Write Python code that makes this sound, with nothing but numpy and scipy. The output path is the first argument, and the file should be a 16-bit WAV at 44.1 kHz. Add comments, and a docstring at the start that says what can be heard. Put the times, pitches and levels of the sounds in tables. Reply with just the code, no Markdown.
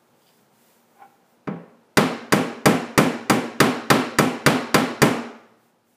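"""A palm hisses over the steel quarter panel of a vehicle in a quiet, faintly humming garage.
Fingertips scuff the paint, a hammer scrapes into place behind the panel and gives one light tap,
then eleven hard blows follow, slightly quickening, and overload the nearby microphone.
Rubbing is shaped noise; each blow adds dying sines, dense bands of ringing noise and a sagging boom."""
import sys
import numpy as np
from scipy import signal
from scipy.fft import rfft, irfft
from scipy.io import wavfile
from scipy.ndimage import uniform_filter1d

SR = 44100
rng = np.random.default_rng(int(sys.argv[2]) if len(sys.argv) > 2 else 0)


def materialize(psi):
    """Save the field psi as 16-bit PCM at rate SR to the path in sys.argv[1].

    A 1-D psi becomes a single channel; in a 2-D psi each row is a channel.
    """
    bounded = np.clip(np.atleast_2d(psi).T, -1, 1)
    quanta = np.round(bounded * 32767).astype(np.int16)
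    wavfile.write(sys.argv[1], SR, quanta)


N = 262836
TIME = np.arange(N) / SR  # seconds, whole scene
RING_TIME = np.arange(65536) / SR  # seconds since one blow


def amp(db):
    """Turns decibels into gain."""
    return 10 ** (np.asarray(db) / 20)


def evened(x):
    """Scales a signal to an rms of 1."""
    return x / np.sqrt(np.mean(x ** 2) + 1e-20)


def read(points, hz):
    """Reads a table at any frequency, along a logarithmic pitch axis."""
    table_hz, value = np.transpose(points)
    return np.interp(np.log(hz + 1), np.log(table_hz + 1), value)


def bins(x):
    """Lists the frequencies in a signal's spectrum."""
    return np.fft.rfftfreq(len(x), 1 / SR)


def coloured(x, spectrum):
    """Shapes a signal by a table of Hz and dB, then evens it to rms 1."""
    shaped = rfft(x) * amp(read(spectrum, bins(x)))
    return evened(irfft(shaped, len(x)))


def causal(x, db):
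    """Filters by a gain per bin with minimum phase, so that nothing sounds before the blow."""
    mirrored_db = np.r_[db, db[-2:0:-1]]
    log_gain = np.log(amp(mirrored_db))
    response = np.exp(np.conj(signal.hilbert(log_gain)))
    return irfft(rfft(x) * response[:len(db)])


def add(mix, s, sound):
    """Mixes a sound in at a time in seconds, cut off where the scene ends."""
    part = mix[round(s * SR):][:len(sound)]
    part += sound[:len(part)]


def dying(t60):
    """Decays exponentially, by 60 dB in t60 seconds."""
    return np.exp(-np.log(1000) * RING_TIME / t60)


# The colour of the still air in the garage.
# Each row: frequency in Hz, relative level in dB per Hz.
AIR_COLOUR = [(24, -81), (40, -56), (111, -10), (207, -6.5), (241, -6.5), (280, -18.5), (301, -7),
              (522, -7.5), (621, -10), (881, -9.5), (1130, -15.5), (1410, -15), (1770, -21), (15500, -38.5)]
HUM_HZ, HUM_DB = 237, -70
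# The room noise is steady, then sinks as the work stops.
AIR_DB, SETTLE_S, SETTLE_DB_PER_S = -61.5, 5.54, 15


def air():
    """Soft room noise with a wavering hum (noise through a narrow peak), and the microphone's own hiss."""
    hum = signal.lfilter(*signal.iirpeak(HUM_HZ, 20, fs=SR), rng.standard_normal(N))
    hiss = amp(-79) * rng.standard_normal(N)
    room_db = AIR_DB - SETTLE_DB_PER_S * np.maximum(TIME - SETTLE_S, 0)
    room = coloured(rng.standard_normal(N), AIR_COLOUR) * amp(room_db)
    return room + amp(HUM_DB) * evened(hum) + hiss


def friction(grain_db):
    """Rubbing is a stream of tiny slips of uneven size: noise whose level wanders."""
    wander = evened(uniform_filter1d(rng.standard_normal(N), size=90))
    return evened(rng.standard_normal(N) * amp(grain_db * wander))


def stroke(s, length, db):
    """The hand speeds up and slows down in one arch, and the hiss follows its speed."""
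    return amp(db) * np.cos(np.pi * np.clip((TIME - s) / length, -.5, .5))


# The colour of the palm's hiss.
# Each row: frequency in Hz, relative level in dB per Hz.
PALM_COLOUR = [(900, -21), (1600, 3), (3000, 0), (4200, -2), (7500, 1), (12000, -1.5), (15500, 5)]
# The strokes of the palm over the panel.
# Each row: time in seconds when it is fastest, length in seconds, level in dB before palm() lifts all.
PALM_STROKES = [(.05, 0.49, -72), (.32, 0.4, -64), (0.677, 0.41, -61), (1.0, 0.55, -67), (1.31, .18, -69),
                (5.65, 0.19, -69.5), (5.929, 0.2, -68.5)]


def palm():
    """Skin hisses over the sanded paint, stroke after stroke, louder where the hand is faster."""
    speed = np.sqrt(sum(stroke(*row) ** 2 for row in PALM_STROKES))
    return coloured(friction(grain_db=0.7), PALM_COLOUR) * speed * amp(2.5)


# The garage answering a scrape: level in dB against the scrape, time to die by 60 dB in seconds.
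ECHO_DB, ECHO_T60 = -7, .7


def scrape(event, rings, grain_db):
    """Something sliding on the steel presses harder, lets go, and excites resonances that the garage echoes."""
    s, peak_db, swell, fade = event
    slips, out = friction(grain_db), 0
    for hz, width_hz, db in rings:
        resonance = signal.iirpeak(hz, hz / width_hz, fs=SR)
        ringing = signal.lfilter(*resonance, signal.lfilter(*resonance, slips))  # twice, for steeper sides
        out = out + amp(db) * evened(ringing)
    below_peak_db = np.maximum(swell * (s - TIME), fade * (TIME - s))
    direct = evened(out) * amp(peak_db - below_peak_db)
    echo = rng.standard_normal(len(RING_TIME)) * dying(ECHO_T60)
    echo = echo / np.linalg.norm(echo)
    return direct + amp(ECHO_DB) * signal.fftconvolve(direct, echo)[:N]


# Fingertips catching on the paint.
# The one row: time in seconds when hardest, level in dB, swell and fade in dB per second.
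SCUFF_PRESS = (.286, -63, 170, 300)
# What they set ringing. Each row: frequency in Hz, width in Hz, relative level in dB.
SCUFF_RESONANCES = [(3150, 1100, -0.56), (4700, 570, -0.93)]


def scuff():
    """Fingertips catch on the paint, in coarse slips."""
    return scrape(SCUFF_PRESS, SCUFF_RESONANCES, grain_db=4)


# The hammer dragged into place.
# The one row: time in seconds when hardest, level in dB, swell and fade in dB per second.
DRAG_PRESS = (1.024, -42.5, 290, 330)
# What it sets ringing. Each row: frequency in Hz, width in Hz, relative level in dB.
DRAG_RESONANCES = [(380, 230, -14.5), (795, 65, 0), (1058, 310, -9), (1390, 260, -10), (2230, 480, -17)]


def drag():
    """The hammer head slides into place behind the panel."""
    return scrape(DRAG_PRESS, DRAG_RESONANCES, grain_db=2)


def mode_pattern(t60, size):
    """Random strengths and phases of countless modes, spread evenly over frequency."""
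    noise = rng.standard_normal(len(RING_TIME))
    local_power = uniform_filter1d(abs(rfft(noise * dying(t60))) ** 2, size=size)
    return rfft(noise) / np.sqrt(local_power + 1e-12)


# How alike two blows ring. Each row: frequency in Hz, likeness from 0 to 1.
LIKENESS = [(200, 1), (1000, 0), (3500, 0.95), (10000, 1)]


def dense_ring(bands, pattern, fresh, lowest_hz, rise_s):
    """Countless modes die band by band; every blow repeats the pattern in part, least around 1 kHz."""
    hz = bins(RING_TIME)
    alike = read(LIKENESS, hz)
    modes = np.sqrt(alike) * pattern + np.sqrt(1 - alike) * fresh
    modes = modes * hz ** 4 / (hz ** 4 + lowest_hz ** 4)  # weaker below the lowest modes
    centres, out = [row[0] for row in bands], 0
    # "own" is 1 at this band's centre and 0 at the others, so neighbours crossfade
    for (_, db, t60), own in zip(bands, np.eye(len(bands))):
        fade = dying(t60) * (1 - np.exp(-RING_TIME / rise_s))
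        band = irfft(modes * read(np.c_[centres, own], hz)) * fade
        out = out + amp(db) * band * np.linalg.norm(fade) / np.linalg.norm(band)
    return out


def sines(modes, rise_cycles):
    """One dying sine a mode; neighbours swing in opposite directions and build as the bending wave spreads."""
    t, out = RING_TIME, []
    for k, (hz, db, t60) in enumerate(modes):
        rise = 1 - np.exp(-t * hz / rise_cycles)
        out.append((-1) ** k * amp(db) * np.sin(2 * np.pi * hz * t) * dying(t60) * rise)
    return np.array(out)


# The whole sheet bulging: pitch at rest, its rise when a 0 dB blow stretches the steel, time to sag.
BULGE_HZ, STRETCH_HZ, SAG_S = 229.5, 82.5, .072
BULGE_DB, BULGE_T60 = -18.5, 0.66  # level before the blow's force, seconds to die by 60 dB
# The bulge trades energy with the skin around it and throbs.
# The one row: beats per second, depth from 0 to 1, time of a swell in seconds after the blow.
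BULGE_THROB = (12, 0.8, 0.095)


def bulge(force_db, rise_s):
    """A hard blow stretches the sheet, so its boom starts sharp and sags, throbbing, back to the pitch at rest."""
    t, (beats, depth, swell_s) = RING_TIME, BULGE_THROB
    hz = BULGE_HZ + STRETCH_HZ * amp(force_db / 2) * np.exp(-t / SAG_S)
    throb = 1 + depth * np.cos(2 * np.pi * beats * (t - swell_s))
    boom = np.sin(2 * np.pi * np.cumsum(hz) / SR)
    return amp(BULGE_DB) * boom * throb * dying(BULGE_T60) * (1 - np.exp(-t / rise_s))


# The clang of a squarely landed blow. Each row: frequency in Hz, share of the extra clang dB.
CLANG_SHARE = [(650, 0), (1250, 0.5), (2400, 0.17), (4200, 1), (6500, 0)]
# A slack spot thuds and, higher up, knocks. Each row: frequency in Hz, share of the extra thud dB.
THUD_SHARE = [(135, 0), (158, .5), (172, 1), (190, .9), (235, 0)]
KNOCK_SHARE = [(380, 0), (490, 0.29), (680, 0)]
# The sheet pushes little air below its lowest mode. 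Each row: frequency in Hz, gain in dB.
AIR_PUSH = [(70, -6), (115, 1.5), (165, 1.5), (210, 0)]
# A softer blow stays longer on the steel: frequency above which a full blow is dulled,
# and the power of force by which that falls.
CONTACT_HZ, CONTACT_POWER = 23500, 1.42


def blow_colour(hz, force_db, clang_db, thud_db):
    """Where and how hard the hammer lands sets the balance of treble, clang and thud, in dB."""
    contact_hz = CONTACT_HZ * amp(CONTACT_POWER * min(force_db, 0))
    dull_db = 25 * np.log10(1 + (hz / contact_hz) ** 2)  # a longer contact leaves out the treble
    clang = clang_db * read(CLANG_SHARE, hz)
    thud = thud_db * (read(THUD_SHARE, hz) + read(KNOCK_SHARE, hz))
    return clang + thud + read(AIR_PUSH, hz) - dull_db


# The blows. Each row: start in seconds, force in dB, extra clang in dB, extra thud in dB.
HAMMER_BLOWS = [(1.4728, -14, -2.5, 10.5), (1.971, -0.5, 2.5, 3), (2.3224, -0.5, -2, 3.5),
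                (2.6563, 1, -2.5, 2.5), (2.9767, 1, -2, 0.5), (3.2970, -0.5, -2.5, -1),
                (3.602, 0.5, 1.5, -2.5), (3.9017, 0.5, 3, -3), (4.1855, 0, -2.5, -1),
                (4.4621, 0.5, 2.5, -4), (4.743, 0, 2, -3), (5.0178, 1.5, -2.5, -2)]
# Next four, each row: frequency in Hz, starting level in dB before the blow's own changes,
# time to die by 60 dB in seconds.
# The strong modes of the panel.
PANEL_MODES = [(118, -58, 3.5), (124, -21, .25), (146, -15, .2), (169, -19, .34), (203, -20, .22),
               (233, -25, .55), (277, -17, .36), (310, -16, .14), (365, -24, .3), (386, -25, .3),
               (422, -22, .48), (448, -24, .2), (502, -17, .18), (539, -23, .34), (597, -22, .2),
               (620, -23, .15), (741, -30, .3), (802, -25, .5), (951, -33, .52), (1033, -22, .26),
               (1111, -28, .52), (1150, -22, .12), (1255, -22, .12), (1321, -20, .28), (1382, -23, .2),
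               (1520, -24, .1), (1605, -23, .09), (1814, -23, .19), (2035, -26, .16), (2335, -25, .16)]
# The short clink of the hammer head.
HEAD_MODES = [(2671, -34.5, 0.033), (3707, -29.5, 0.14), (4750, -21, 0.087), (4914, -23, 0.041),
              (5760, -26, 0.018), (6960, -27.5, .04)]
# The crowd of fast-dying modes around the struck spot.
CRASH_BANDS = [(45.4, -53.5, 0.27), (298, -18, 0.34), (596, -22.5, 0.16), (1510, -14.5, 0.081),
               (2120, -18, 0.075), (3070, -27, 0.14), (4800, -18.5, 0.033), (5740, -25, 0.092),
               (7900, -18.5, 0.045), (14200, -18, .06)]
# The hollow body and the garage ringing on.
GARAGE_BANDS = [(158, -30, 0.4), (267, -22, 0.54), (450, -23, 0.66), (810, -27, 0.69), (1330, -28.5, 0.77),
                (2240, -28, 0.65), (3700, -33.5, 0.6), (5530, -38.5, 0.65), (8490, -33.5, 0.41),
                (14180, -32, 0.25)]


def hammer(modes_db, spot_db, spread):
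    """Each blow lands on a slightly different spot and so weights the same modes a little differently."""
    hz, out = bins(RING_TIME), np.zeros(N)
    modes = sines(PANEL_MODES + HEAD_MODES, rise_cycles=0.14)
    steel, room = mode_pattern(.15, size=160), mode_pattern(.6, size=50)
    for s, force_db, clang_db, thud_db in HAMMER_BLOWS:
        new_steel, new_room = mode_pattern(.15, size=160), mode_pattern(.6, size=50)
        weights_db = modes_db + spot_db * rng.standard_normal(len(modes))
        ring = amp(weights_db) @ modes
        crash = dense_ring(CRASH_BANDS, steel, new_steel, lowest_hz=14, rise_s=0.00081)
        tail = dense_ring(GARAGE_BANDS, room, new_room, lowest_hz=119, rise_s=0.0085)
        # the harder the blow, the more the sheet bulges and the more of the body it shakes
        boom = amp(force_db / 2) * bulge(force_db, rise_s=0.0043)
        body = boom + amp(spread * force_db) * tail
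        colour_db = blow_colour(hz, force_db, clang_db, thud_db)
        add(out, s, causal(ring + crash + body, force_db + colour_db))
    return out


def scene():
    """All sources meet at one microphone."""
    blows = hammer(modes_db=-1.5, spot_db=1.58, spread=0.11)
    return (air() + palm() + scuff() + drag() + blows)[None]


EDGE_HZ = 15350  # the treble ends here


def record(dry, ceiling=1.6):
    """Overload squashes the biggest swings towards a ceiling; then a low-pass filter limits the band."""
    squashed = dry / (1 + abs(dry / ceiling) ** 6) ** (1 / 6)
    lowpass = signal.firwin(511, EDGE_HZ, window=("kaiser", 8), fs=SR)
    return signal.oaconvolve(squashed, lowpass[None], "same")


dry = scene()
out = record(dry)
materialize(out)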